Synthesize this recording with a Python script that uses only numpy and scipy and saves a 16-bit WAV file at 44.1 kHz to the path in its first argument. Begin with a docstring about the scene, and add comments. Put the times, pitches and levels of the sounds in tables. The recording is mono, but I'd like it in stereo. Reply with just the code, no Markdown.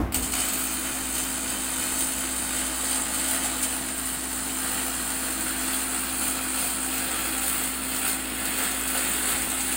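"""A workshop with a steel bench. A wire welder strikes an arc and lays one long bead, half hidden behind
the person welding. Each short circuit snaps, the melt sizzles between snaps and drops of spatter burst.
Bench clutter scatters the crackle into the room; narrow resonances colour it. The machine's fan and a
motor hum underneath. A low thud dies away as the arc catches; fainter ones follow."""
import sys
import numpy as np
from scipy import signal
from scipy.fft import rfft, irfft, next_fast_len
from scipy.io import wavfile
from scipy.ndimage import uniform_filter1d

SR = 44100
rng = np.random.default_rng(int(sys.argv[2]) if len(sys.argv) > 2 else 0)


def unload_audio(sound):
    """Save the sound as a 16-bit wav file, at the path given as the first command line argument."""
    columns = np.transpose(np.atleast_2d(sound))
    # keep every value between -1 and 1, then stretch to whole-number steps
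    steps = np.round(np.clip(columns, -1, 1) * 32767)
    wavfile.write(sys.argv[1], SR, steps.astype(np.int16))


N = 430416
TIME_S = np.arange(N) / SR
FFT_SIZE = next_fast_len(N + SR)
FREQ_HZ = np.fft.rfftfreq(FFT_SIZE, 1 / SR)

# Wire touches, arc goes out again. Each row: start in seconds, level in dB, fade in dB per second.
FALSE_STARTS = [(.123, -33, 450), (0.1438, -30, 108), (0.2255, -32.5, 69)]
# Steady burn. Each row: time in seconds, crackle level in dB, sputter level in dB.
BURN_LEVELS = [(0.4, -30.5, -34.5), (0.9, -32.5, -37), (2.3, -29.5, -37), (3.5, -32, -35), (4.1, -31, -39),
               (5.2, -29, -36.2), (7.3, -30, -38), (8.25, -32, -37), (8.7, -31, -36.5), (9.76, -27, -36)]
# Arc flares. Each row: peak time in seconds, width in seconds, crackle rise in dB, sputter rise in dB.
ARC_FLARES = [(0.87, 0.06, 0.5, 2.5), (1.184, 0.1, 4, 2.5), (1.493, 0.1, 1.5, 2.5), (1.844, 0.19, 2.5, 4),
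              (2, 0.086, 5, 2.5), (2.6, 0.2, 2.5, 2.5), (2.928, 0.11, 4.5, 2.5), (3.172, 0.13, 3, 1.5),
              (3.308, 0.12, 7, 2.5), (3.444, 0.04, 8, 3.5), (3.633, 0.027, 9.5, -1), (3.67, 0.22, 1.5, 0.5),
              (4.08, 0.09, 1.5, 1), (4.745, 0.24, 2, 3.5), (5.48, 0.11, 0.5, 3.5), (5.703, 0.17, 2, 3),
              (5.96, 0.17, 0, 1.5), (6.2, 0.084, 3.5, 0.5), (6.276, 0.11, 3.5, 2.5), (6.4, 0.19, -1.5, 2.5),
              (6.623, 0.16, 3.5, 3.5), (6.965, 0.16, 2.5, 2.5), (7.12, 0.26, -0.5, 4.5),
              (7.23, 0.2, 1.8, 1.3), (7.488, 0.25, 4.5, 3.5), (7.648, 0.068, 2.5, 1), (7.948, 0.18, 3.5, 2),
              (8.088, 0.11, 7, 2), (8.474, 0.21, 2.5, 2.5), (8.624, 0.14, 6, 4.5), (8.985, 0.41, 4.5, 3),
              (9.287, 0.17, 3, 4.5)]
# Top treble against the rest of the crackle. Each row: time in seconds, gain in dB.
SPIT_GAINS = [(0.15, 3), (0.36, -5), (0.55, 3), (0.95, -1), (1.35, -3.5), (2.5, -4.5), (3.3, -2.5),
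              (4.5, -2), (5.7, -1), (6.9, 1), (7.2, 0), (7.5, 0.7), (8.2, 0.5), (9.76, 0)]
# Spark colour. Each row: frequency in Hz, gain at bead start in dB, gain at bead end in dB.
SPARK_SPECTRUM = [(120, -14, -20.5), (356, -5, -3), (417, -6, -3.5), (458, -11.5, -7), (500, -4.5, -3),
                  (586, -5.5, -3), (693, 1.5, -3), (817, 2, 2), (1007, -5, -7), (1395, 0.8, 3),
                  (1720, -5, 1), (1980, -4.5, -2), (2180, -3.5, -2), (3130, -0.6, -0.2), (3660, -5.5, -1.5),
                  (3910, -1, -2.5), (4850, 0.8, -2.5), (5770, 2.5, -5), (7240, -1.5, -5), (8710, 3.5, 0.5),
                  (9900, -2, -3.5), (10560, -0.5, 2.5), (13100, -2, -8.5), (14800, -3, -6),
                  (15700, -8, -6.5)]
# Wire striking the plate, then large drops bursting. Each row: start in seconds, level in dB.
SPATTER_POPS = [ (0.1228, -11), (0.1447, 1), (0.2255, -11), (0.3218, -3), (0.3373, -6), (0.404, -6),
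                (0.486, -6), (0.5345, -5), (0.6059, -6), (1.1536, -8), (1.1826, -6), (1.5012, -8),
                (1.9925, -6), (2.1213, -9), (2.1356, -7), (2.1845, -7), (2.5873, -7), (2.8446, -7),
                (2.9133, -7), (3.1457, -7), (3.6281, -6), (3.6382, -5), (5.4085, -8), (6.2795, -5),
                (6.5947, -7), (6.9797, -7), (7.379, -6), (7.4433, -8), (7.48, -5), (7.6363, -8),
                (7.9481, -7), (7.9632, -7), (8.0817, -5), (8.4551, -5), (8.5898, -8), (8.7139, -5),
                (8.8118, -6), (8.8781, -5), (8.955, -6), (9.3019, -5), (9.3768, -8), (9.421, -5),
                (9.5015, -8), (9.5178, -8), (9.6066, -4), (9.7256, -6)]
# Molten pool spitting. Each row: start in seconds, level in dB.
POOL_PLOPS = [(0.1228, -13), (0.1447, -8), (0.3373, -13), (0.8519, -13), (3.4441, -11), (3.6365, -11),
              (4.4947, -14), (6.2237, -12), (6.5633, -13), (7.2563, -12), (7.3287, -12), (7.3789, -12),
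              (7.5588, -11), (7.6041, -12), (7.9629, -11), (8.0472, -12), (8.0817, -12), (8.5895, -10),
              (8.612, -12), (8.621, -12), (8.9546, -10), (9.0703, -11), (9.1225, -12), (9.286, -10),
              (9.4207, -12), (9.4634, -12), (9.5185, -13), (9.7258, -11)]
# Narrow resonances: steel ringing, plus evenly spaced treble peaks from a short echo.
# Each row: frequency in Hz, gain in dB, T60 in seconds.
RESONANCES = [(830, -11, .2), (1256, -6, .3), (1340, -10, .2), (1929, -3, .3), (2190, -8, .1),
              (2460, -10, .1), (3020, -12, .08), (3110, -12, .12), (3316, -3, .25), (8036, -5, .15),
              (8173, -8, .15), (8314, -8, .15), (8477, -9, .15), (8619, -7, .15), (8931, -4, .15),
              (9098, -8, .15), (9431, -3.5, .15)]
# Reflections off bench, vice, window and ceiling. Each row: delay in seconds, gain in dB.
HARD_ECHOES = [(.0014, -16.5), (.0021, -10.5), (.0043, -9.5), (.0067, -29), (0.0166, -3), (.029, -10.5)]
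# Stereo image. Each row: frequency in Hz, left phase lead in radians, left-right likeness from 0 to 1.
STEREO_IMAGE = [(250, -.1, .99), (600, -.8, .55), (950, -1.2, .72), (1400, .2, .65), (2400, .5, .5),
                (3300, 2.6, .2), (4200, 2.3, .42), (5400, 3.1, .92), (5800, 3.16, .97), (6200, 3.5, .8),
                (7200, 5.1, .7), (7800, 6.25, .98), (9000, 6.3, .98), (10000, 7.6, .66), (11000, 8.9, .9),
                (11250, 9.42, .999), (12400, 9.43, .998), (12900, 9.7, .9), (13400, 10.9, .4),
                (14100, 12.55, .95)]
# Motor, fan tones, faint whines. Each row: frequency in Hz, level in dB, phase waver in radians.
MACHINE_TONES = [(58.7, -46, .12), (209.1, -53, .9), (261.7, -40.3, .2), (419.9, -59, 1.3),
                 (656.8, -59, .8), (786, -57.5, .6), (1076, -55.5, .6)]
# Two close fan tones that beat. Each row: frequency in Hz, level in dB, phase waver in radians.
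THROB_TONES = [(314, -51.5, .7), (327.5, -52.5, .8)]
# The throb comes and goes. Each row: time in seconds, gain in dB.
THROB_GAINS = [(0.55, -2), (0.85, 6), (1.22, -3.5), (1.45, 1), (2.4, -1), (2.75, -6), (2.92, 0.5),
               (4.1, -4), (4.4, -1), (5.03, -4), (5.25, 3), (5.55, 7), (5.8, 0.5), (6.85, -0.5), (7.35, 6),
               (7.65, -2), (8.65, 2), (8.87, -4), (9.2, 4), (9.6, -4)]
# Air rushing through the case. Each row: frequency in Hz, gain in dB.
AIR_SPECTRUM = [(15, -40), (32, -32), (48, -24), (100, -6), (150, -5), (205, 0), (245, -3), (290, -2),
                (322, 1), (355, -7), (460, -16.5), (750, -7.5), (2000, -11), (6000, -37), (16000, -59)]
# Dull bumps. Each row: start in seconds, level in dB, T60 in seconds.
THUD_EVENTS = [(0, -22.5, 0.52), (0.159, -33.5, 0.96), (1.78, -45, 2.5), (2.08, -59, 1.9), (9.32, -38, 0.8)]
# Bump colour. Each row: frequency in Hz, gain in dB.
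THUD_SPECTRUM = [(12, -24), (30, -5), (65, 6), (110, -3.5), (160, -6.5), (260, -2), (500, -12), (1200, -18),
                 (4000, -41.5)]

CATCH_S, SETTLE_S, START_SPUTTER_DB = 0.323, 0.024, -4.5  # the arc holds from CATCH_S on
DIP_HZ, DIP_JITTER, DIP_DB = 73.9, 0.25, 4.5  # the wire dips into the pool at a loose rate
UNREST_DB, UNREST_HZ = 0.72, 30
SPIT_DECAY_S, SPIT_ABOVE_HZ, SPIT_SPREAD_DB = 0.0017, 13300, 6
SPUTTER_BELOW_HZ, SPUTTER_FLUTTER_SHARE = 5200, 0.65
TICKS_PER_S, TICK_DB = 28, -13
DIRECT_DB, ABSORB_HZ, BAND_LIMIT_HZ = -5.5, 10500, 15850


def arc(crackle_db, sputter_db, crack_db, sizzle_db, boil_db, spit_db):
    """The wire shorts and blows free with a snap; the melt sizzles; each dip spits in the top treble."""
    dip_rate_hz = DIP_HZ * (1 + DIP_JITTER * wander(hz=DIP_HZ / 2))
    dip_index, dip_phase = np.divmod(np.cumsum(dip_rate_hz) / SR, 1)
    shorts = clicks(per_s=300, spread_db=3.1)
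    snaps = unit(burst(shorts, decay_s=0.00048)) + amp(crack_db) * unit(shorts)
    sizzle = unit(clicks(per_s=4000, spread_db=2.5) * rng.choice([-1, 1], N))
    crackle = steady(flicker(snaps + amp(sizzle_db) * sizzle, snap_db=2.5, drift_db=0.5))
    sputter = steady(snaps + amp(boil_db) * sizzle)  # the pool boiling
    crackle_gain, sputter_gain = burn_envelopes(dip_phase)
    crackle = crackle * crackle_gain * amp(crackle_db)
    sputter = sputter * sputter_gain * amp(sputter_db)
    drop_size = amp(SPIT_SPREAD_DB * rng.uniform(-1, 1, N))[dip_index.astype(int)]
    puff = unit(drop_size * np.exp(-dip_phase / (DIP_HZ * SPIT_DECAY_S)) * rng.standard_normal(N))
    spits = (crackle + amp(spit_db + crackle_db) * crackle_gain * puff) / np.sqrt(1 + amp(2 * spit_db))
    spits *= gain_curve(SPIT_GAINS)
    low_band = lowpass(SPUTTER_BELOW_HZ)
    top_band = 1 - lowpass(SPIT_ABOVE_HZ, order=16)
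    return shape(crackle, 1 - low_band - top_band) + shape(spits, top_band) + shape(sputter, low_band)


def burn_envelopes(dip_phase):
    """Crackle and sputter gains: false starts, then an uneven burn that flares, and jumps at each dip."""
    starts = sum((TIME_S >= at_s) * amp(db - db_per_s * abs(TIME_S - at_s))
                 for at_s, db, db_per_s in FALSE_STARTS) * amp([[0], [START_SPUTTER_DB]])
    times_s, *levels_db = np.transpose(BURN_LEVELS)
    onset = np.sqrt(np.clip((TIME_S - CATCH_S) / SETTLE_S, 0, 1))
    held = onset * amp([np.interp(TIME_S, times_s, db) for db in levels_db])
    coarse_s = TIME_S[::64]
    flares_db = sum(np.outer(rises_db, np.exp(-(2 * (coarse_s - at_s) / width_s) ** 2))
                    for at_s, width_s, *rises_db in ARC_FLARES)
    flares = amp([np.interp(TIME_S, coarse_s, db) for db in flares_db])
    flutter_db = UNREST_DB * wander(hz=UNREST_HZ) + DIP_DB * (0.5 - dip_phase)
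    return (starts + held) * flares * amp([flutter_db, SPUTTER_FLUTTER_SHARE * flutter_db])


def flicker(x, snap_db, drift_db):
    """Colour varies from snap to snap and drifts as the pool moves. Depths apply at 10 kHz."""
    hz, _, frames = signal.stft(x, SR, nperseg=128)
    fast, slow = uniform_filter1d(rng.standard_normal((2, *frames.shape)), size=5, axis=1)
    patches_db = snap_db * unit(uniform_filter1d(fast, size=3))
    patches_db += drift_db * unit(uniform_filter1d(slow, size=70))
    frames *= amp(patches_db * np.sqrt(hz[:, None] / 10000))
    return unit(signal.istft(frames, SR, nperseg=128)[1][:N])


def bead(sparks, scatter_slope_db, end_scatter_db, spots):
    """The torch passes a row of spots, each with its own colour and reflections."""
    start_db, end_db = spectrum(SPARK_SPECTRUM)
    position = (spots - 1) * TIME_S / TIME_S[-1]
    weld = 0
    for spot, along in enumerate(np.linspace(0, 1, spots)):
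        share = np.cos(np.pi / 2 * np.minimum(abs(position - spot), 1))
        colour_db = (1 - along) * start_db + along * end_db
        scatter_db = end_scatter_db - (1 - along) * scatter_slope_db
        weld += workshop(sparks * share, colour_db, scatter_db)
    return weld / np.sqrt(1 + 0.23 * abs(np.sin(np.pi * position)))  # neighbours share the direct sound


def spatter(pop_db, plop_db):
    """Drops burst brightly, the pool plops dully, and fine spatter ticks while the arc holds."""
    ticks = amp(TICK_DB) * clicks(per_s=TICKS_PER_S, spread_db=-1.5) * (TIME_S >= CATCH_S)
    cracks = shape(amp(pop_db) * puffs(SPATTER_POPS) + ticks, FREQ_HZ / (FREQ_HZ + 2500))
    plops = shape(amp(plop_db) * puffs(POOL_PLOPS), lowpass(hz=4000))
    return cracks + plops


def puffs(rows):
    """A click and a short puff of noise per row."""
    hits = np.zeros(N)
    for start_s, db in rows:
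        hits[int(start_s * SR)] = amp(db)
    return hits + 0.33 * burst(hits, decay_s=0.0015)


def workshop(x, colour_db, scatter_db, echo_db=0):
    """Carries one spot to left and right, which differ in phase and in their reflections."""
    near = room_response(bench_db=scatter_db, room_db=scatter_db + 4, echo_db=echo_db)
    diffuse = 1j * room_response(bench_db=scatter_db + 23, room_db=scatter_db + 12, echo_db=echo_db)
    lead_rad, likeness = spectrum(STEREO_IMAGE)
    right = (likeness * near + np.sqrt(1 - likeness ** 2) * diffuse) * np.exp(-1j * lead_rad)
    left = near * amp(-1.8 * np.exp(-np.log((FREQ_HZ + 1) / 1300) ** 2))  # weaker mids
    return shape(x, np.array([left, right]) * amp(colour_db) * resonances())


def resonances():
    """Steel ringing and a short echo's treble peaks, added to a flat response."""
    return 1 + sum(amp(db) / (1 + 2j * np.pi * (FREQ_HZ - hz) * t60_s / np.log(1000))
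                   for hz, db, t60_s in RESONANCES)


def room_response(bench_db, room_db, echo_db):
    """Direct sound plus duller bench scatter, room tail and hard echoes."""
    impulse = amp(bench_db) * scatter(t60_s=0.12, rise_s=0.00053)
    impulse += amp(room_db) * scatter(t60_s=0.62, rise_s=0.0029)
    for delay_s, db in HARD_ECHOES:
        impulse[int(delay_s * SR * rng.uniform(0.97, 1.03))] += amp(db + echo_db)
    impulse = signal.sosfilt(signal.butter(1, ABSORB_HZ, fs=SR, output="sos"), impulse)
    impulse[0] += amp(DIRECT_DB)
    return rfft(flatten(impulse), FFT_SIZE)


def scatter(t60_s, rise_s):
    """Dense reflections of energy 1 that build and decay, treble first."""
    age_s = TIME_S[:SR // 2]
    hz, frame_s, frames = signal.stft(rng.standard_normal(len(age_s)), SR, nperseg=64)
    frames *= amp(-60 * frame_s / t60_s * (1 + hz[:, None] / 14000))
    frames /= np.sqrt((abs(frames) ** 2).sum(1, keepdims=True))
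    tail = signal.istft(frames, SR, nperseg=64)[1][:len(age_s)] * (1 - np.exp(-age_s / rise_s))
    return tail / np.linalg.norm(tail)


def flatten(impulse, size=32768):
    """Minimum-phase levelling, finest below the treble, so echoes do not ring hollow."""
    gain, hz = rfft(impulse, size), np.fft.rfftfreq(size, 1 / SR)
    power = abs(gain) ** 2
    smoothed = np.where(hz < 4000, uniform_filter1d(power, size=70), uniform_filter1d(power, size=240))
    cepstrum = irfft(-np.log(abs(smoothed) + 1e-12))[:size // 2]
    cepstrum[0] /= 2
    return irfft(gain * np.exp(rfft(cepstrum, size)))


def machine(air_db, left_db):
    """Motor and fan tones, two of them beating, in a rush of cooling air."""
    tones = hum(MACHINE_TONES) + hum(THROB_TONES) * gain_curve(THROB_GAINS)
    mid, side = rng.standard_normal((2, N))
    side = shape(side, FREQ_HZ / (FREQ_HZ + 1100))  # bass reaches both sides alike
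    air = unit(shape(np.array([mid + side, mid - side]), amp(spectrum(AIR_SPECTRUM))))
    return (tones + amp(air_db) * air) * amp([[left_db], [-left_db]])


def hum(rows):
    """Machine tones wavering in phase and level."""
    tones = 0
    for hz, db, waver_rad in rows:
        phase_rad = 2 * np.pi * (hz * TIME_S + rng.random()) + waver_rad * wander(hz=3.06)
        tones += np.sqrt(2) * np.sin(phase_rad) * amp(db + 0.87 * wander(hz=3.5))
    return tones


def thuds():
    """Dull low bumps dying away in the room."""
    envelope = sum(amp(db - 60 * abs(TIME_S - at_s) / t60_s) * np.clip((TIME_S - at_s) / 0.0017, 0, 1)
                   for at_s, db, t60_s in THUD_EVENTS)
    return envelope * unit(shape(rng.standard_normal(N), amp(spectrum(THUD_SPECTRUM))))


def clicks(per_s, spread_db):
    """Randomly timed clicks; most near size 1, a few up to 4 * spread_db from it."""
    chance, size = rng.random(N), np.minimum(rng.exponential(1, N), 4)
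    return (chance < per_s / SR) * amp(spread_db * size)


def burst(triggers, decay_s):
    """A decaying puff of noise per trigger."""
    power = signal.lfilter([1], [1, -np.exp(-2 / (decay_s * SR))], triggers ** 2)
    return np.sqrt(power) * rng.standard_normal(N)


def steady(x):
    """Holds mean power at 1; single clicks still stand out."""
    return x / np.sqrt(abs(uniform_filter1d(x ** 2, size=1200)) + 1e-9)


def wander(hz, points=4096):
    """Random drift of rms 1, up to the given rate."""
    rates_hz = np.fft.rfftfreq(points, TIME_S[-1] / points)
    drift = irfft(rfft(rng.standard_normal(points)) / (1 + (rates_hz / hz) ** 4))
    return unit(np.interp(TIME_S, np.linspace(0, TIME_S[-1], points), drift))


def gain_curve(table):
    """Gain per sample from rows of seconds and dB."""
    return amp(np.interp(TIME_S, *np.transpose(table)))


def spectrum(table):
    """Table columns interpolated over log frequency."""
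    hz, *columns = np.transpose(table)
    return np.squeeze([np.interp(np.log(FREQ_HZ + 1), np.log(hz + 1), column) for column in columns])


def lowpass(hz, order=4):
    """Low-pass gain per frequency."""
    return 1 / (1 + (FREQ_HZ / hz) ** order)


def shape(x, gain):
    """Filters by a gain per frequency."""
    return irfft(rfft(x, FFT_SIZE) * gain, FFT_SIZE)[..., :N]


def amp(db):
    """Decibels to gain."""
    return 10 ** (np.asarray(db) / 20)


def unit(x):
    """Scales to rms 1."""
    return x / np.sqrt(np.mean(x ** 2) + 1e-20)


def scene():
    """The travelling arc and its spatter, over machine hum and thuds."""
    sparks = arc(crackle_db=7.5, sputter_db=12, crack_db=-6.5, sizzle_db=3.5, boil_db=1.5, spit_db=-3.5)
    weld = bead(sparks, scatter_slope_db=6.5, end_scatter_db=-3.5, spots=4)
    drops = spatter(pop_db=5.5, plop_db=10.5)
    # drops fly into the open, so they sound drier
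    pops = workshop(drops, colour_db=spectrum(SPARK_SPECTRUM)[0], scatter_db=-9, echo_db=-7)
    return weld + pops + machine(air_db=-41, left_db=0.5) + thuds()


def record(dry):
    """Steep low-pass at the band limit."""
    taps = signal.firwin(511, BAND_LIMIT_HZ, window=("kaiser", 9), fs=SR)
    return signal.oaconvolve(dry, taps[None], "same")


dry = scene()
out = record(dry)
unload_audio(out)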